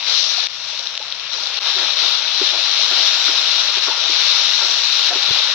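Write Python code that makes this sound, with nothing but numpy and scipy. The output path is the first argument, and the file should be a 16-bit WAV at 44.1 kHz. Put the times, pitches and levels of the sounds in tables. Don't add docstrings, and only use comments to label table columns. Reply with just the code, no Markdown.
import sys
import numpy as np
from scipy import signal
from scipy.fft import rfft, irfft, next_fast_len
from scipy.io import wavfile
from scipy.ndimage import uniform_filter1d, minimum_filter1d, map_coordinates

SR = 44100
rng = np.random.default_rng(int(sys.argv[2]) if len(sys.argv) > 2 else 0)


def dump(signal):
    limited = np.clip(np.atleast_2d(signal).T, -1, 1)
    pcm = np.round(limited * 32767).astype(np.int16)
    wavfile.write(sys.argv[1], SR, pcm)


N = 244314

# (time [s], fizz level [dB])
FRY_LEVEL = [(0, -23.5), (.065, -21.5), (.085, -18), (.22, -22), (.24, -21.5), (.46, -22), (.48, -28.5),
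             (.79, -26), (1.05, -27.5), (1.3, -25.5), (1.42, -24), (1.53, -23), (1.58, -21), (1.64, -21.5),
             (1.675, -17.5), (1.72, -19), (1.93, -19), (1.955, -22.5), (1.99, -19), (2.08, -17),
             (2.22, -21), (2.34, -20), (2.46, -17), (2.53, -20), (2.78, -18.5), (2.84, -16.5),
             (2.87, -18.5), (3.0, -17.5), (3.4, -18.5), (3.69, -18.5), (3.72, -19.5), (3.785, -17.5),
             (3.84, -18.5), (3.92, -21), (4.21, -16.5), (4.6, -18.5), (4.89, -19.5), (5.08, -17),
             (5.12, -20.5), (5.37, -17.5), (5.54, -18.5)]
# (time [s], brightness above about 4 kHz [dB], lean to the left [dB], top hiss relative to the fizz [dB])
FIZZ_SHADE = [(0, -4.5, 2.5, -39.5), (.2, 9, 6, -37.5), (.46, 0.5, 3.5, -39.5), (.7, 3, 2, -39.5),
              (1.0, -1.5, 0, -38), (1.29, -3.5, 3, -46.5), (1.33, 3.5, 5.5, -43.5), (1.42, 3, 1.5, -36.5),
              (1.6, -3, 1.5, -40.5), (1.7, -0.5, 2, -37.5), (2.4, -0.5, 3.5, -42), (3.2, 2.5, -0.5, -33.5),
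              (3.7, 0.5, 0.5, -37), (4.2, 1, 2.5, -38), (4.7, 3.5, 0.5, -34.5), (5.54, -1.5, -0.5, -37)]
# (frequency [Hz], gain [dB])
LEFT_COLOUR = [(250, -36), (450, -27), (1000, -17), (2000, -14), (2600, -8), (3300, -4), (3600, 0.5),
               (3900, 2.5), (4200, 0.4), (4600, -5.5), (5800, -6), (6500, -23), (7500, -35.5),
               (8800, -69.5)]
RIGHT_COLOUR = [(200, -45), (300, -26), (450, -32.5), (1300, -14.5), (1900, -18.5), (2200, -16),
                (2700, -12), (3800, -12.5), (4700, -16), (5900, -15), (6700, -27.5), (7200, -23),
                (8600, -48.5), (9400, -78.5)]
# (frequency [Hz], gain [dB])
TREBLE_COLOUR = [(5650, -48), (9600, -9), (10900, -7), (11800, 1), (14700, -1.5), (15800, -13.5)]
# (frequency [Hz], gain [dB])
WIND_COLOUR = [(25, -16), (55, -3.5), (120, -1.5), (160, 0.5), (210, -8), (300, -18.5)]
# (time [s], length [s], peak of the push [dB], push frequency [Hz], flutter relative to the push [dB])
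WIND_PUFFS = [(5.281, .016, -36, 160, 3), (5.3, .022, -24, 125, -5)]
# (time [s], left peak before the limiter [dB], bubble pitch [Hz], resonance width [Hz],
#  right port against its usual share [dB])
LOUD_SPITS = [(.0084, -6, 2900, 2500, -6), (.0274, -6, 2400, 1200, -9), (.4398, -2, 3900, 1200, 1),
              (.47, -1, 3000, 2500, 5), (.7668, -11, 1900, 2500, 0), (.7765, -9, 3400, 1800, -6),
              (.7937, -2, 5800, 5000, -1), (.8066, -10, 2400, 3500, -4), (.8721, -2, 4100, 1600, -3),
              (.9532, -7, 3900, 9000, -1), (.9776, -3, 3000, 3500, 6), (1.0275, -8, 4500, 1800, -8),
              (1.0818, -11, 4900, 3500, -7), (1.1035, -10, 4300, 3000, -1), (1.1244, -2, 3400, 1500, -4),
              (1.1978, -7, 3400, 1200, -8), (1.4364, -4, 5500, 4000, -1), (1.472, -3, 5400, 3500, -3),
              (1.5434, -4, 3500, 3500, -2), (1.5721, -1, 3600, 2500, -4)]
# (time [s], length [s], peak [dB], first pitch [Hz], last pitch [Hz])
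LARGE_BUBBLES = [(0.375, 0.02, -27, 660, 770), (.999, 0.009, -31, 520, 580), (1.003, 0.032, -31, 790, 940),
                 (3.903, 0.034, -31, 912, 930), (5.1, .048, -26, 700, 740), (5.089, 0.044, -29, 1770, 1740)]
# (time [s], level [dB], lean to the left [dB])
THIN_TICKS = [(.4699, -22, -16), (1.6113, -26, 4)]
# (time [s], depth [dB], recovery time constant [s])
LEVEL_DROPS = [(.4715, -9, .02), (.98, -7, .015), (1.592, -22, .009), (3.795, -6, .02)]
# (frequency [Hz], level [dB], time to fade by 60 dB [s])
PAN_MODES = [(320, -1, 0.077), (387.5, 2.5, 0.051), (537, -5, 0.083), (668, -1.5, 0.073),
             (938, 3.5, 0.0099), (1260, -1, 0.017), (1381, 12, 0.01)]
# (time [s], drag length [s], thud level [dB], favoured pitch [Hz], swell of the stirring texture [dB])
SPATULA_STROKES = [(1.317, 0.11, -42.5, 447, -39), (1.759, 0.074, -34.5, 384, -42),
                   (2.021, .06, -36, 410, -37), (2.415, .001, -15.5, 390, -57),
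                   (2.522, 0.058, -35, 384, -34.5), (2.914, 0.02, -32, 338, -34),
                   (2.968, 0.059, -35, 352, -44), (3.282, .012, -26.5, 1390, -48),
                   (3.287, .001, -22, 324, -50), (3.771, .001, -26.5, 390, -55),
                   (3.871, .012, -26, 1290, -33), (3.881, .001, -21.5, 334, -47),
                   (4.096, .001, -25, 340, -56), (4.606, 0.055, -32, 463, -34),
                   (5.102, .065, -30, 430, -33)]

RIDGE_HZ, RIDGE_WIDTH_HZ, RIDGE_FOLLOWS = 3900, 1100, 0.39
STIR_DB, STIR_FOLLOWS, SWELL_RISE_S, SWELL_FALL_S = -40.5, 1, 0.0057, 0.095
SLIP_S, SLIP_SCATTER_DB, SPOT_SCATTER_OCTAVES = .011, 5, 0.16
SPOT_DB_PER_OCTAVE, HIGH_MODE_FLOOR_DB, FADE_DB_PER_S = 30, -12.5, 36
SCRAPE_DB, SCRAPE_TAIL_S = -13, .025
TOP_HZ = 15780


def amp(db):
    return 10 ** (np.asarray(db) / 20)


def unit(x):
    return x / np.sqrt(np.mean(x ** 2) + 1e-20)


def along(points, hz):
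    f, db = np.transpose(points)
    f_wide = np.r_[f[0] / 8, f, f[-1] * 1.1]
    db_wide = np.r_[db[0] - 60, db, -120]
    return np.interp(np.log(hz + 1), np.log(f_wide), db_wide)


def level(table, column):
    rows = np.array(table)
    return np.interp(np.arange(N) / SR, rows[:, 0], rows[:, column])


def wobble(rate):
    knots = rng.standard_normal(int(N * rate / SR) + 4)
    return map_coordinates(knots, [np.arange(N) * rate / SR])


def filtered(x, response):
    size = next_fast_len(N + 8192)
    return irfft(rfft(x, size) * response(np.fft.rfftfreq(size, 1 / SR)), size)[..., :N]


def high_pass(hz, corner_hz, order):
    return 1 / np.sqrt(1 + (corner_hz / (hz + 1)) ** (2 * order))


def through_pan(hz, share):
    modes = sum(amp(db) * 1j * hz * (0.97 / t60) / (mode_hz ** 2 - hz * hz + 1j * hz * (0.45 / t60))
                for mode_hz, db, t60 in PAN_MODES)
    return 1 + share * modes


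def port_pulses(size=2048):
    hz = np.fft.rfftfreq(size, 1 / SR)
    colour = amp([along(LEFT_COLOUR, hz), along(RIGHT_COLOUR, hz)])
    cepstrum = irfft(np.log(colour + 1e-6), size)
    cepstrum[:, 1:size // 2] *= 2
    cepstrum[:, size // 2 + 1:] = 0
    return irfft(np.exp(rfft(cepstrum)), size)[:, :size // 2]


def bursts(s, gain, lag_s, pan_db):
    out = np.zeros((2, N + 64))
    for port, side in enumerate((.5, -.5)):
        at = np.clip(s + side * lag_s, 0, N / SR) * SR
        k, part = at.astype(int), at % 1
        g = gain * amp(side * pan_db)
        out[port] = np.bincount(np.r_[k, k + 1], np.r_[g * (1 - part), g * part], N + 64)
    return out[:, :N]


def swarm(count, spread_db, width_s):
    u, z = rng.random((count, 2)), rng.standard_normal((count, 3))
    fizz_db = level(FRY_LEVEL, column=1)[(u[:, 0] * N).astype(int)]
    calm = np.clip((-19 - fizz_db) / 10, 0, 1)
    size_db = -(spread_db + 0.4 * calm) * (np.log(1.001 - u[:, 1]) + 1.5)
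    size = amp(size_db) * np.sign(z[:, 2])
    return bursts(u[:, 0] * N / SR, size, lag_s=5e-5 + width_s * z[:, 0], pan_db=5.1 * z[:, 1])


def patchy(x, patchy_db, bins=6, frames=10):
    z = signal.stft(x, nperseg=512)[2]
    field = uniform_filter1d(rng.standard_normal(z.shape[1:]), bins, 0)
    field = uniform_filter1d(field, frames, 1)
    return signal.istft(z * amp(patchy_db * unit(field)), nperseg=512)[1][:, :N]


def ring(s, gain, hz, cycles, rise, length=.05, onset=0.42):
    t = np.arange(round(length * SR)) / SR
    turns = hz[:, None] * t
    life = turns / np.reshape(cycles, (-1, 1))
    wave = np.sin(2 * np.pi * turns * (1 + rise * np.minimum(life, 1)))
    wave = gain[:, None] * wave * amp(-60 * life) * (1 - np.exp(-turns / onset))
    at = (s[:, None] * SR).astype(int) + np.arange(len(t))
    return np.bincount(at.ravel(), wave.ravel(), N + SR)[:N]


def frying(pulse):
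    fry_db, bright_db = level(FRY_LEVEL, column=1), level(FIZZ_SHADE, column=1)
    impulses = patchy(swarm(count=110000, spread_db=2.5, width_s=7e-5), patchy_db=1.0)
    fizz = signal.fftconvolve(impulses, pulse, axes=1)[:, :N]

    upper = filtered(fizz, lambda hz: high_pass(hz, 4030, order=4))
    fizz = fizz + (amp(bright_db) - 1) * upper

    ridge_db = RIDGE_FOLLOWS * (fry_db - fry_db.mean() - bright_db)
    ridge = filtered(fizz, lambda hz: np.exp(-((hz - RIDGE_HZ) / RIDGE_WIDTH_HZ) ** 2))
    fizz = fizz + (amp(ridge_db) - 1) * ridge

    fizz = fizz * amp(level(FIZZ_SHADE, column=2) * [[.1], [-.9]])
    return fizz / np.std(fizz.mean(0)) * amp(fry_db + 0.26 * wobble(7.9) + 0.33 * wobble(35))


def stirring(count=5000):
    u = rng.random((count, 3))
    tones = ring(u[:, 0] * N / SR, amp(-2.2 * np.log(1.01 - u[:, 1])), 430 * 4.15 ** u[:, 2],
                 cycles=23.0, rise=0.14, length=0.028)

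    def swell(start_s):
        t = np.maximum(np.arange(N) / SR - start_s, 0)
        return (1 - np.exp(-t / SWELL_RISE_S)) * np.exp(-t / SWELL_FALL_S)

    swells = sum(amp(db) * swell(s) / swell(0).max() for s, *_, db in SPATULA_STROKES)
    fizz_db = level(FRY_LEVEL, column=1)
    steady = amp(STIR_DB + STIR_FOLLOWS * (fizz_db - fizz_db.mean()) + 1.2 * wobble(8))
    texture = unit(tones) * np.hypot(steady, swells) * amp([[.5], [-.5]])
    return filtered(texture, lambda hz: high_pass(hz, 568, order=4) * through_pan(hz, share=0.36))


def treble():
    hiss = patchy(rng.standard_normal((2, N)), patchy_db=5.5, bins=2, frames=3)
    hiss = unit(filtered(hiss, lambda hz: amp(along(TREBLE_COLOUR, hz)) * (hz > 9600)))
    return amp(level(FRY_LEVEL, column=1) + level(FIZZ_SHADE, column=3)) * hiss


def wind():
    rumble = filtered(rng.standard_normal((2, N)), lambda hz: amp(along(WIND_COLOUR, hz)))
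    left, right = unit(rumble)
    left = left * amp(-60.5 + 2 * wobble(6))

    t = np.arange(N) / SR
    flutter = filtered(rng.standard_normal(N), lambda hz: np.exp(-np.log2((hz + 1) / 430) ** 2 / 0.46))
    flutter = unit(flutter)
    for s, length, db, push_hz, flutter_db in WIND_PUFFS:
        shape = np.sin(np.pi * np.clip((t - s) / length, 0, 1)) ** 2
        push = np.cos(2 * np.pi * push_hz * (t - s))
        left = left + amp(db) * shape * (push + amp(flutter_db) * flutter)
    return np.array([left, amp(-17) * left + amp(-67) * right])


def spits(pulse):
    s, db, pitch, width, right_db = np.array(LOUD_SPITS).T[..., None, None]
    size = 2 * pulse.shape[1]
    hz = np.fft.rfftfreq(size, 1 / SR)
    lag_s = 1e-3 + 5e-5 * (1 + rng.standard_normal(s.shape)) * [[1], [0]]
    resonance = 1j * hz * width / (pitch ** 2 - hz * hz + 1j * hz * width)
    shape = irfft(rfft(pulse, size) * resonance * np.exp(-2j * np.pi * hz * lag_s), size)
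    left = np.abs(shape[:, :1])
    shape = shape * amp(db + right_db * [[0], [1]]) / left.max(-1, keepdims=True)
    start = np.round(s * SR).astype(int) - left.argmax(-1)[..., None]
    at = start[:, 0] + np.arange(size)
    return np.array([np.bincount(at.ravel(), shape[:, port].ravel(), N)[:N] for port in range(2)])


def plops():
    out = np.zeros(N)
    for s, length, db, first_hz, last_hz in LARGE_BUBBLES:
        count = round(length * SR)
        turns = np.cumsum(np.linspace(first_hz, last_hz, count)) / SR
        tone = np.sin(2 * np.pi * (turns + rng.random()))
        out[round(s * SR):][:count] += amp(db) * np.hanning(count) * tone
    return out


def ticks():
    s, db, pan_db = np.transpose(THIN_TICKS)
    snaps = bursts(np.round(s * SR) / SR, amp(db), 0 * s, pan_db)
    return filtered(snaps, lambda hz: 1 / (1 + (hz / 12000) ** 4))


def breaks():
    t = np.arange(N) / SR
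    drop_db = sum(db * (t >= s) * np.exp(-np.abs(t - s) / back_s) for s, db, back_s in LEVEL_DROPS)
    return amp(uniform_filter1d(drop_db, size=44))


def spatula(count=9):
    s, drag_s, db, spot_hz, _ = np.array(SPATULA_STROKES).T[:, :, None, None]
    hz, mode_db, t60 = np.transpose(PAN_MODES)
    z = rng.standard_normal((len(s), count, 3 + len(hz)))
    later = np.arange(count)[:, None] > 0
    slip_s = SLIP_S * (np.arange(count)[:, None] + 0.15 * later * np.clip(z[..., :1], -2, 2))

    octaves_off = np.log2(hz / spot_hz) - SPOT_SCATTER_OCTAVES * later * z[..., 1:2]
    floor_db = np.where(octaves_off > 0, HIGH_MODE_FLOOR_DB, -np.inf)
    spot_db = np.maximum(-SPOT_DB_PER_OCTAVE * np.abs(octaves_off), floor_db)
    hit_db = db + SLIP_SCATTER_DB * later * z[..., 2:3] - FADE_DB_PER_S * slip_s
    gain = (slip_s <= drag_s) * amp(hit_db + mode_db + spot_db + 2.1 * z[..., 3:])

    heard = gain > 0
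    s, hz, cycles = (np.broadcast_to(v, gain.shape)[heard] for v in (s + slip_s, hz, hz * t60))
    thuds = ring(s, gain[heard], hz, cycles, rise=-0.027, length=.08)
    return filtered(thuds, lambda hz: high_pass(hz, 310, order=5))


def scrape():
    t = np.arange(N) / SR
    rub = np.zeros(N)
    for s, drag_s, db, *_ in SPATULA_STROKES:
        strength = amp(db + SCRAPE_DB) * np.sqrt(0.086 + drag_s / SCRAPE_TAIL_S)
        tail = np.exp(-np.maximum(t - s - drag_s, 0) / SCRAPE_TAIL_S)
        rub += strength * (t > s) * tail
    grit = rng.standard_normal(N) * amp(4 * wobble(120))
    grit = filtered(grit, lambda hz: through_pan(hz, share=0.51) * high_pass(hz, 300, order=7)
                    / (1 + (hz / 1200) ** 2))
    return unit(grit) * uniform_filter1d(rub, size=200)


def scene():
    pulse = port_pulses()
    steady = frying(pulse) + stirring() + treble() + wind()
    single = spits(pulse) + plops() + spatula() + scrape()
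    return (steady + single) * breaks() + ticks()


def record(dry):
    need = np.minimum(1, .9 / (np.abs(dry).max(0) + 1e-9))
    gain = minimum_filter1d(need, size=161)
    gain = uniform_filter1d(uniform_filter1d(gain, size=81), size=81)
    return filtered(dry * gain, lambda hz: hz < TOP_HZ)


dry = scene()
out = record(dry)
dump(out)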